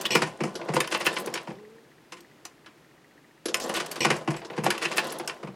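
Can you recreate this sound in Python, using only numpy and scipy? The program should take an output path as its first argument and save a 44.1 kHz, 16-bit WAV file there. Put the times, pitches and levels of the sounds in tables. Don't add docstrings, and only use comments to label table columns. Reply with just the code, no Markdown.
import sys
import numpy as np
from scipy import signal
from scipy.fft import rfft, irfft
from scipy.io import wavfile
from scipy.ndimage import uniform_filter1d

SR = 44100
rng = np.random.default_rng(int(sys.argv[2]) if len(sys.argv) > 2 else 0)


def wrap_up_sound(samples):
    columns = np.atleast_2d(samples).T
    tamed = np.clip(columns, -1, 1)
    steps = np.round(tamed * 32767).astype(np.int16)
    wavfile.write(sys.argv[1], SR, steps)


N = 244755
RING_SAMPLES = 12288
TIME_S, AGE_S = np.arange(N) / SR, np.arange(RING_SAMPLES) / SR
FRAME_T60_S, STEEL_T60_S, PAWL_T60_S = .15, .18, .091

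# (thump trim [dB], body trim [dB], tick trim [dB], chatter decay [s], pawl ring [dB])
THUD = (9, 6, -17, .0083, -24)
BUMP = (5, 3, -7, .0086, -20)
CLANK = (-5, -1, -11, .009, -19)
CLUNK = (-6, 7, -13.5, .007, -21)
CLINK = (-18, -3.5, -8.5, .01, -13)
CLACK = (-21, -9, -8.5, .0052, -8)
TRIP = (-18, -7, -13.5, .0075, -1)
DRAG = (-18, -6.5, -9, .0114, -12.5)
TAP = (-17, -7.5, -16, .0088, -10)
TICK = (-21, -3, 1.5, .0065, -20)
NUDGE = (-4, 3.5, -24, .0069, -20)
# (time 1 [s], time 2 [s], level 1 [dB], level 2 [dB], part pitch [Hz], kind)
STROKE_CONTACTS = [ (0.1519, 4.0484, -12, -14, 1963, CLANK), (0.2197, 4.1031, -17.5, -15.5, 2000, CLANK),
                   (0.271, 4.1605, -36.5, -35, 1600, BUMP), (0.4057, 4.276, -27.5, -25, 2330, THUD),
                   (0.4368, 4.3048, -27, -30.5, 1680, BUMP), (0.6859, 4.5776, -29, -28, 1420, THUD),
                   (.7376, 4.6369, -27, -27.5, 2200, BUMP), (.758, 4.657, -28.5, -29, 2680, CLINK),
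                   (0.7655, 4.6635, -20, -20, 1450, CLUNK), (0.8035, 4.7038, -18.5, -18.5, 1730, CLACK),
                   (.843, 4.747, -31, -31.5, 3700, TAP), (0.8745, 4.778, -31, -30.5, 3120, CLACK),
                   (.913, 4.817, -28.5, -27, 1040, DRAG), (.922, 4.8254, -23, -24, 1380, CLINK),
                   (.939, 4.843, -27.5, -28, 2630, DRAG), (0.9462, 4.8524, -19.5, -20, 2580, TRIP),
                   (1.0062, 4.9161, -26, -27, 2030, DRAG), (1.054, 4.9676, -25, -25.5, 3080, DRAG),
                   (1.065, 4.981, -14.5, -15.5, 1460, TRIP), (1.2719, 5.1973, -32, -31.5, 1650, CLUNK),
                   (1.3396, 5.2757, -29.5, -29, 5500, TICK), (1.3535, 5.2954, -27, -28.5, 3100, TAP),
                   (1.474, 5.4305, -36, -36, 1410, THUD), (1.5033, 5.4726, -40, -39.5, 1515, THUD)]
# (time [s], level [dB], pitch [Hz], kind)
STRAY_CONTACTS = [ (0.0124, -35.5, 4670, TICK), (0.0538, -25, 1860, CLACK), (0.614, -35.5, 1950, NUDGE),
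                  (1.1651, -22.5, 3170, TAP), (1.3733, -28.5, 1574, TAP), (5.118, -35, 3400, DRAG),
                  (4.341, -34, 856, NUDGE), (4.3637, -37, 1470, DRAG), (4.417, -39, 942, NUDGE),
                  (4.5, -35, 1040, NUDGE), (4.533, -40.5, 1020, NUDGE), (4.564, -40, 2400, DRAG),
                  (2.1219, -35, 1030, CLINK), (2.17, -45.5, 3570, DRAG), (2.452, -39, 5970, TICK),
                  (2.6614, -41, 3050, TAP), (3.5424, -19, 3120, CLACK), (3.6002, -35.5, 3440, TICK),
                  (3.6935, -28.5, 1760, CLINK), (3.74, -33, 4340, TICK), (3.7493, -26.5, 2000, DRAG),
                  (3.77, -25, 2580, DRAG), (3.8002, -24, 1940, CLINK), (3.861, -38.5, 1840, TICK),
                  (3.913, -36.5, 4900, TICK), (3.959, -32.5, 1700, CLINK)]
# (frequency [Hz], level [dB])
FRAME_MODES = [(146, -41.5), (212, -42), (340, -38.5), (378, -42), (455, -44.5), (506, -41), (662, -47),
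               (790, -48.5), (870, -44.5), (1028, -43), (1130, -47), (1470, -47), (1690, -52),
               (1845, -46.5), (1981, -48.5)]
# (frequency [Hz], level [dB])
STEEL_MODES = [(2385, -36), (5141, -42.5), (10450, -57)]
# (frequency [Hz], level [dB])
PAWL_MODES = [(867, -4), (1690, -2), (1775, -0.5), (2570, -1), (2720, -3.5), (3070, -3), (4050, -6),
              (8700, -14)]
# (frequency [Hz], density [dB])
CRACK_SPECTRUM = [(53, -60.5), (95, -28), (139, -4), (210, -3), (260, -18.5), (338, -0.5), (544, -10),
                  (1040, -7.5), (1270, -11.5), (2380, -12), (3290, -16), (10400, -27), (12500, -45),
                  (16000, -60)]
# (time [s], level [dB])
JUDDERS = [(0.1058, -25), (4.005, -25)]
# (frequency [Hz], base width [Hz], level [dB])
FITTING_MODES = [(1910, 47, -6.5), (2420, 57, 1), (2940, 46, -2.5), (3320, 70, -8.5), (4290, 60, -10),
                 (5240, 76, -7), (5660, 70, -5), (7760, 69, -13), (8300, 63, -12), (11560, 50, -22),
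                 (14550, 35, -24)]
# (time [s], knock [dB], ping [dB])
PINGS = [(0.554, -32, -46), (3.456, -26, -32.5), (3.484, -30.5, -52), (4.448, -38, -62)]
# (frequency [Hz], density [dB])
KNOCK_SPECTRUM = [(71, -34), (120, -20), (260, -12.5), (484, 5), (682, -19.5), (1150, -13.5), (1630, -7),
                  (1760, -16.5), (5140, -10.5), (9430, -25.5), (11100, -36), (15000, -112)]
# (time [s], level [dB], pitch [Hz])
CHINKS = [(0.0121, -36.5, 13000), (.06, -40, 13500), (.152, -32, 14600), (.7422, -34.5, 8900),
          (.751, -41, 10000), (0.8028, -30, 10350), (0.8744, -43, 10400), (0.922, -36, 6750),
          (1.047, -42, 14400), (1.0598, -30.5, 10430), (1.066, -38, 14800), (1.1283, -43, 8000),
          (1.1403, -43, 10500), (1.185, -39, 8200), (1.2007, -40, 12800), (1.26, -37, 10500),
          (2.122, -46, 5200), (2.205, -51, 5600), (2.452, -45, 5910), (3.5422, -24, 5210),
          (3.5697, -39, 7660), (3.639, -37, 7400), (3.6929, -39, 10500), (3.762, -36.5, 8300),
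          (3.9137, -36, 12900), (3.915, -35.5, 4600), (3.958, -41, 4630), (4.166, -43.5, 7700),
          (4.3656, -43.5, 7900), (4.6425, -33.5, 9320), (4.7035, -31.5, 10240), (4.7784, -46, 10400),
          (4.961, -44, 14400), (4.972, -29, 10450), (4.981, -40, 14800), (5.0433, -46, 11000),
          (5.07, -41.5, 10360), (5.1027, -40, 8000), (5.123, -36, 11000), (5.186, -38, 10320)]
# (time [s], length [s], level [dB], start pitch [Hz], end pitch [Hz], width [Hz])
SQUEALS = [(0.049, 0.023, -27.5, 2500, 3810, 600), (3.597, 0.054, -38, 4300, 5980, 1800),
           (3.745, .04, -32, 3800, 2590, 1500)]
# (time [s], rub [dB], scrape [dB])
SLIDE_CURVES = [
    [(0.0, -36.5, -39), (0.366, -43, -53), (0.68, -37.5, -47), (0.86, -37.5, -42.5), (1.108, -35.5, -35),
     (1.3, -37.5, -46), (1.45, -46.5, -53.5), (1.8, -67, -70)],
    [(3.5, -41, -51), (3.6, -39, -47), (3.72, -31.5, -37), (3.87, -38.5, -43), (4.1, -34, -39),
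     (4.24, -44, -53), (4.55, -43.5, -53.5), (4.9, -37.5, -40), (5.08, -33.5, -37.5), (5.25, -41.5, -50.5),
     (5.55, -52.5, -61)],
]
# (frequency [Hz], density [dB])
RUB_SPECTRUM = [(65, -40), (110, -9.5), (483, 3.5), (1490, -7), (1790, -4.5), (2210, -24), (2670, -13.5),
                (3720, -16), (11000, -33), (16000, -30)]
# (time [s], pitch [Hz], level [dB])
GROAN_CURVES = [
    [(1.19, 339, -37), (1.25, 490, -37.5), (1.3, 490, -47)],
    [(1.54, 360, -54), (1.602, 410, -46.5), (1.74, 450, -50.5), (1.87, 457, -61)],
    [(2.13, 372.5, -56), (2.18, 343, -52), (2.24, 347, -59)],
]
# (frequency [Hz], density [dB])
AIR_SPECTRUM = [(15, -47), (25, -37), (64, -17.5), (97, -22), (141, -7), (195, -11), (277, -9), (301, -6.5),
                (531, -13), (575, -15), (1290, -19), (1840, -20), (2760, -24), (16000, -40.5)]


def blows(grit_db=5, after_t60_s=.32, part_t60_s=.06):
    out = np.zeros(N)
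    first = [(s, db, hz, kind) for s, _, db, _, hz, kind in STROKE_CONTACTS]
    second = [(s, db, hz, kind) for _, s, _, db, hz, kind in STROKE_CONTACTS]
    events = first + second + STRAY_CONTACTS
    heaviest_db = max(event[1] for event in events)
    crack = unit(np.pad(response(CRACK_SPECTRUM), (0, RING_SAMPLES))[:RING_SAMPLES])
    bodies = [(modes(FRAME_MODES, FRAME_T60_S), modes(PAWL_MODES, PAWL_T60_S)) for _ in range(10)]
    steel = modes(STEEL_MODES, STEEL_T60_S)
    for k, (at_s, db, hz, kind) in enumerate(events):
        thump_db, body_db, tick_db, chatter_s, pawl_db = kind
        frame, pawl = bodies[k % len(bodies)]
        contacts = noise() * undb(grit_db * noise()) * ragged(depth_db=3, rate_hz=400)
        rise_s = chatter_s ** 2 / .035
        rise = (1 - np.exp(-AGE_S / rise_s)) ** 2
        clatter = undb(-16 + .22 * thump_db) * fade(after_t60_s)
        force = contacts * rise * (np.exp(-AGE_S / chatter_s) + clatter)
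        steel_db = -9 + 1.6 * (db - heaviest_db)
        metal = undb(steel_db) * steel + undb(pawl_db) * pawl + undb(-8) * loose_part(hz, part_t60_s)
        driven = unit(through(force, crack + undb(-7) * frame))
        ring = driven + rise * (undb(-4) * frame + metal)
        snap = unit(band(force * np.exp(-AGE_S / (2 * chatter_s)), 2500, 10500, order=2))
        snap *= undb(-12 + .99 * tick_db)
        bands = [(band(ring, 132, 280, order=4), thump_db - 11.5),
                 (band(ring, 300, 1000), body_db - 9),
                 (band(ring, 1000, 2800), -9),
                 (band(ring, 2800, 5000), -16 - .22 * thump_db),
                 (band(ring + snap, 5000, 16000), tick_db - 9)]
        for part, part_db in bands:
            add(out, at_s - rise_s, undb(db + part_db) * unit_attack(part, .03))
    return out


def loose_part(hz, t60_s, overtone_db=-3):
    overtones_hz = 1200 * 7 ** rng.random(7)
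    levels_db = overtone_db - 20 * np.log10(np.maximum(overtones_hz / hz, 1))
    return modes([(hz, 0), *zip(overtones_hz, levels_db)], t60_s)


def judders(slips=4, gap_s=.0122, step_db=-1, damping=2.2):
    out = np.zeros(N)
    ring = np.zeros(RING_SAMPLES)
    for k, (hz, width_hz, db) in enumerate(FITTING_MODES):
        decay = np.exp(-np.pi * damping * width_hz * AGE_S)
        ring += (-1) ** k * undb(db) * width_hz * np.cos(2 * np.pi * hz * AGE_S) * decay
    for at_s, db in JUDDERS:
        for k in range(slips):
            force = noise() * fade(t60_s=.06)
            rasp = unit(band(force, 2400, 6000, order=2))
            frame = unit(band(modes(FRAME_MODES, FRAME_T60_S), 150, 800, order=1))
            slip = unit(through(force, ring)) + undb(-14) * rasp + undb(-5) * frame
            add(out, at_s + k * gap_s, undb(db + k * step_db) * unit_attack(slip, gap_s))
    return out


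def pings(ping_hz=11080, width_hz=420):
    out = np.zeros(N)
    for at_s, knock_db, ping_db in PINGS:
        force = noise() * fade(t60_s=.092)
        frame = unit(band(modes(FRAME_MODES, FRAME_T60_S), 290, 560, order=2))
        knock = unit(through(force, response(KNOCK_SPECTRUM))) + frame
        ping = unit(band(noise(), ping_hz - width_hz / 2, ping_hz + width_hz / 2)) * fade(t60_s=.095)
        add(out, at_s, undb(knock_db) * unit_attack(knock, .01) + undb(ping_db) * ping)
    return out


def chinks(gain_db=-2.5, overtone_db=-10):
    out = np.zeros(N)
    for at_s, db, hz in CHINKS:
        overtones = [(overtone_hz, overtone_db) for overtone_hz in rng.uniform(3500, 12500, 10)]
        force = noise() * ragged(depth_db=5, rate_hz=500) * fade(t60_s=.055)
        ring = unit(through(force, modes([(hz, 0)] + overtones, t60_s=.034)))
        grit = unit(band(force, hz / 2, min(hz * 1.3, 15800)))
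        add(out, at_s, undb(gain_db + db) * unit_attack(ring + undb(-2) * grit, .01))
    return out


def squeals():
    out = np.zeros(N)
    for at_s, length_s, db, start_hz, end_hz, width_hz in SQUEALS:
        progress = np.clip(AGE_S / length_s, 0, 1)
        phase = 2 * np.pi * np.cumsum(start_hz + (end_hz - start_hz) * progress) / SR
        slips = unit(band(noise(), 9.2, width_hz / 2, order=1))
        tone = slips * np.cos(phase) + slips[::-1] * np.sin(phase)
        swell = np.sqrt(4 * progress * (1 - progress))
        add(out, at_s, undb(db) * tone * swell)
    return out


def sliding(grain_db=8, uneven_db=3, split_hz=1700):
    out = np.zeros(N)
    slips = noise(N) * undb(grain_db * noise(N).clip(-3, 3) + uneven_db * walk(60))
    friction = unit(through(slips, response(RUB_SPECTRUM)))
    frame = unit(through(slips, modes(FRAME_MODES, FRAME_T60_S)))
    body = friction + undb(-6) * frame
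    low, high = unit(band(body, 140, split_hz, order=2)), unit(band(body, split_hz, 9900))
    for stroke in SLIDE_CURVES:
        times_s, rub_db, scrape_db = np.transpose(stroke)
        moving = uniform_filter1d(1. * ((TIME_S >= times_s[0]) & (TIME_S <= times_s[-1])), size=600)
        rub = low * undb(np.interp(TIME_S, times_s, rub_db) - 2)
        scrape = high * undb(np.interp(TIME_S, times_s, scrape_db) - 4)
        out += moving * (rub + scrape)
    return out


def rattle(ticks_per_s=10, band_ratio=1.3):
    out = np.zeros(N)
    tick = fade(t60_s=.026)[AGE_S < .04]
    for hz in np.geomspace(1500, 10000, 7):
        envelope = np.zeros(N)
        for stroke in SLIDE_CURVES:
            times_s, _, scrape_db = np.transpose(stroke)
            span_s = times_s[-1] - times_s[0]
            for progress, softness in rng.random((int(span_s * ticks_per_s), 2)):
                at_s = times_s[0] + progress * span_s
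                offset_db = -2 - 2.5 * np.log(max(softness, .05))
                add(envelope, at_s, undb(np.interp(at_s, times_s, scrape_db) + offset_db) * tick)
        out += envelope * unit(band(noise(N), hz / band_ratio, hz * band_ratio, order=2)) / 2
    return out


def groans(gain_db=-2.5, suboctave_db=-8, flutter_db=2.5, edge_s=.017):
    out = np.zeros(N)
    for curve in GROAN_CURVES:
        times_s, hz, db = np.transpose(curve)
        level_db = np.interp(TIME_S, times_s, db)
        jitter = np.clip(undb(level_db + 21), .04, .18) * walk(300)
        phase = 2 * np.pi * np.cumsum(np.interp(TIME_S, times_s, hz) * (1 + jitter)) / SR
        gate = np.clip(np.minimum(TIME_S - times_s[0], times_s[-1] - TIME_S) / edge_s + .5, 0, 1)
        tone = np.sin(phase) + undb(suboctave_db) * np.sin(phase / 2)
        out += np.sqrt(2) * tone * gate * undb(level_db + gain_db + flutter_db * walk(70))
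    return out


def bench_sway(press, t60_s=.7):
    power = band(press, 130, 300) ** 2
    decay = fade(t60_s) ** 2
    shake = np.sqrt(np.abs(through(power, decay / np.sum(decay))))
    return shake * unit(band(noise(N), 45, 85, order=2))


def room_echo(x, split_hz=1500, build_s=.015):
    scatter = noise()
    low = band(scatter, 33, split_hz, order=1) * fade(t60_s=.18)
    high = band(scatter, split_hz, 20000, order=1) * fade(t60_s=.079)
    tail = (low + 1.32 * high) * (1 - np.exp(-AGE_S / build_s))
    return through(x, unit(tail) / np.sqrt(RING_SAMPLES))


def still_room(air_db=-57, tick_db=-54, gap_s=.0664, tick_t60_s=.04):
    air = undb(air_db + .5 * walk(6)) * unit(through(noise(N), response(AIR_SPECTRUM)))
    ring = unit(band(noise(N), 1740, 2020, order=2))
    since_tick_s = (TIME_S - .057) % gap_s
    return air + undb(tick_db) * ring * np.exp(-np.log(1000) * since_tick_s / tick_t60_s)


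def modes(table, t60_s):
    weights = undb(2 * noise(len(table))) * rng.choice([-1, 1], len(table))
    ring = np.zeros(RING_SAMPLES)
    for weight, (hz, db) in zip(weights, table):
        loss = (hz / table[0][0]) ** .25
        ring += weight * undb(db) * np.sqrt(loss) * np.sin(2 * np.pi * hz * AGE_S) * fade(t60_s / loss)
    return unit(ring)


def ragged(depth_db, rate_hz):
    knots = np.abs(noise(int(RING_SAMPLES / SR * rate_hz) + 2))
    knots[:2] = 0
    return undb(-depth_db * np.interp(AGE_S * rate_hz, np.arange(len(knots)), knots))


def walk(rate_hz):
    knots = noise(int(N / SR * rate_hz) + 2)
    return np.interp(TIME_S * rate_hz, np.arange(len(knots)), knots)


def response(spectrum, size=2048):
    hz, db = np.transpose(spectrum)
    gain = undb(np.interp(np.log(np.fft.rfftfreq(size, 1 / SR) + 1), np.log(hz), db))
    cepstrum = irfft(np.log(gain))
    cepstrum[1:size // 2] *= 2
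    cepstrum[size // 2 + 1:] = 0
    return irfft(np.exp(rfft(cepstrum)))


def band(x, lo_hz, hi_hz, order=3):
    sos = signal.butter(order, [lo_hz, min(hi_hz, SR / 2 - 100)], "band", fs=SR, output="sos")
    return signal.sosfilt(sos, x)


def through(x, ring):
    return signal.fftconvolve(x, ring)[:len(x)]


def noise(samples=RING_SAMPLES):
    return rng.standard_normal(samples)


def fade(t60_s):
    return np.exp(-np.log(1000) * AGE_S / t60_s)


def undb(db):
    return 10 ** (np.asarray(db) / 20)


def unit(x):
    return x / np.sqrt(np.mean(x ** 2))


def unit_attack(x, attack_s):
    return x / np.std(x[AGE_S < attack_s])


def add(track, at_s, sound):
    start = max(int(at_s * SR), 0)
    track[start:start + len(sound)] += sound[:max(N - start, 0)]


def scene(room_db=-15, sway_db=-31):
    press = blows() + judders() + pings() + chinks() + squeals() + sliding() + rattle() + groans()
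    mid = press + undb(room_db) * room_echo(press) + undb(sway_db) * bench_sway(press) + still_room()
    side = undb(-29) * room_echo(mid) + undb(-30) * mid + undb(sway_db - 12) * bench_sway(press)
    return np.array([mid + side, mid - side])


def record(dry):
    return signal.sosfilt(signal.ellip(8, .2, 70, 15900, fs=SR, output="sos"), dry)


dry = scene()
out = record(dry)
wrap_up_sound(out)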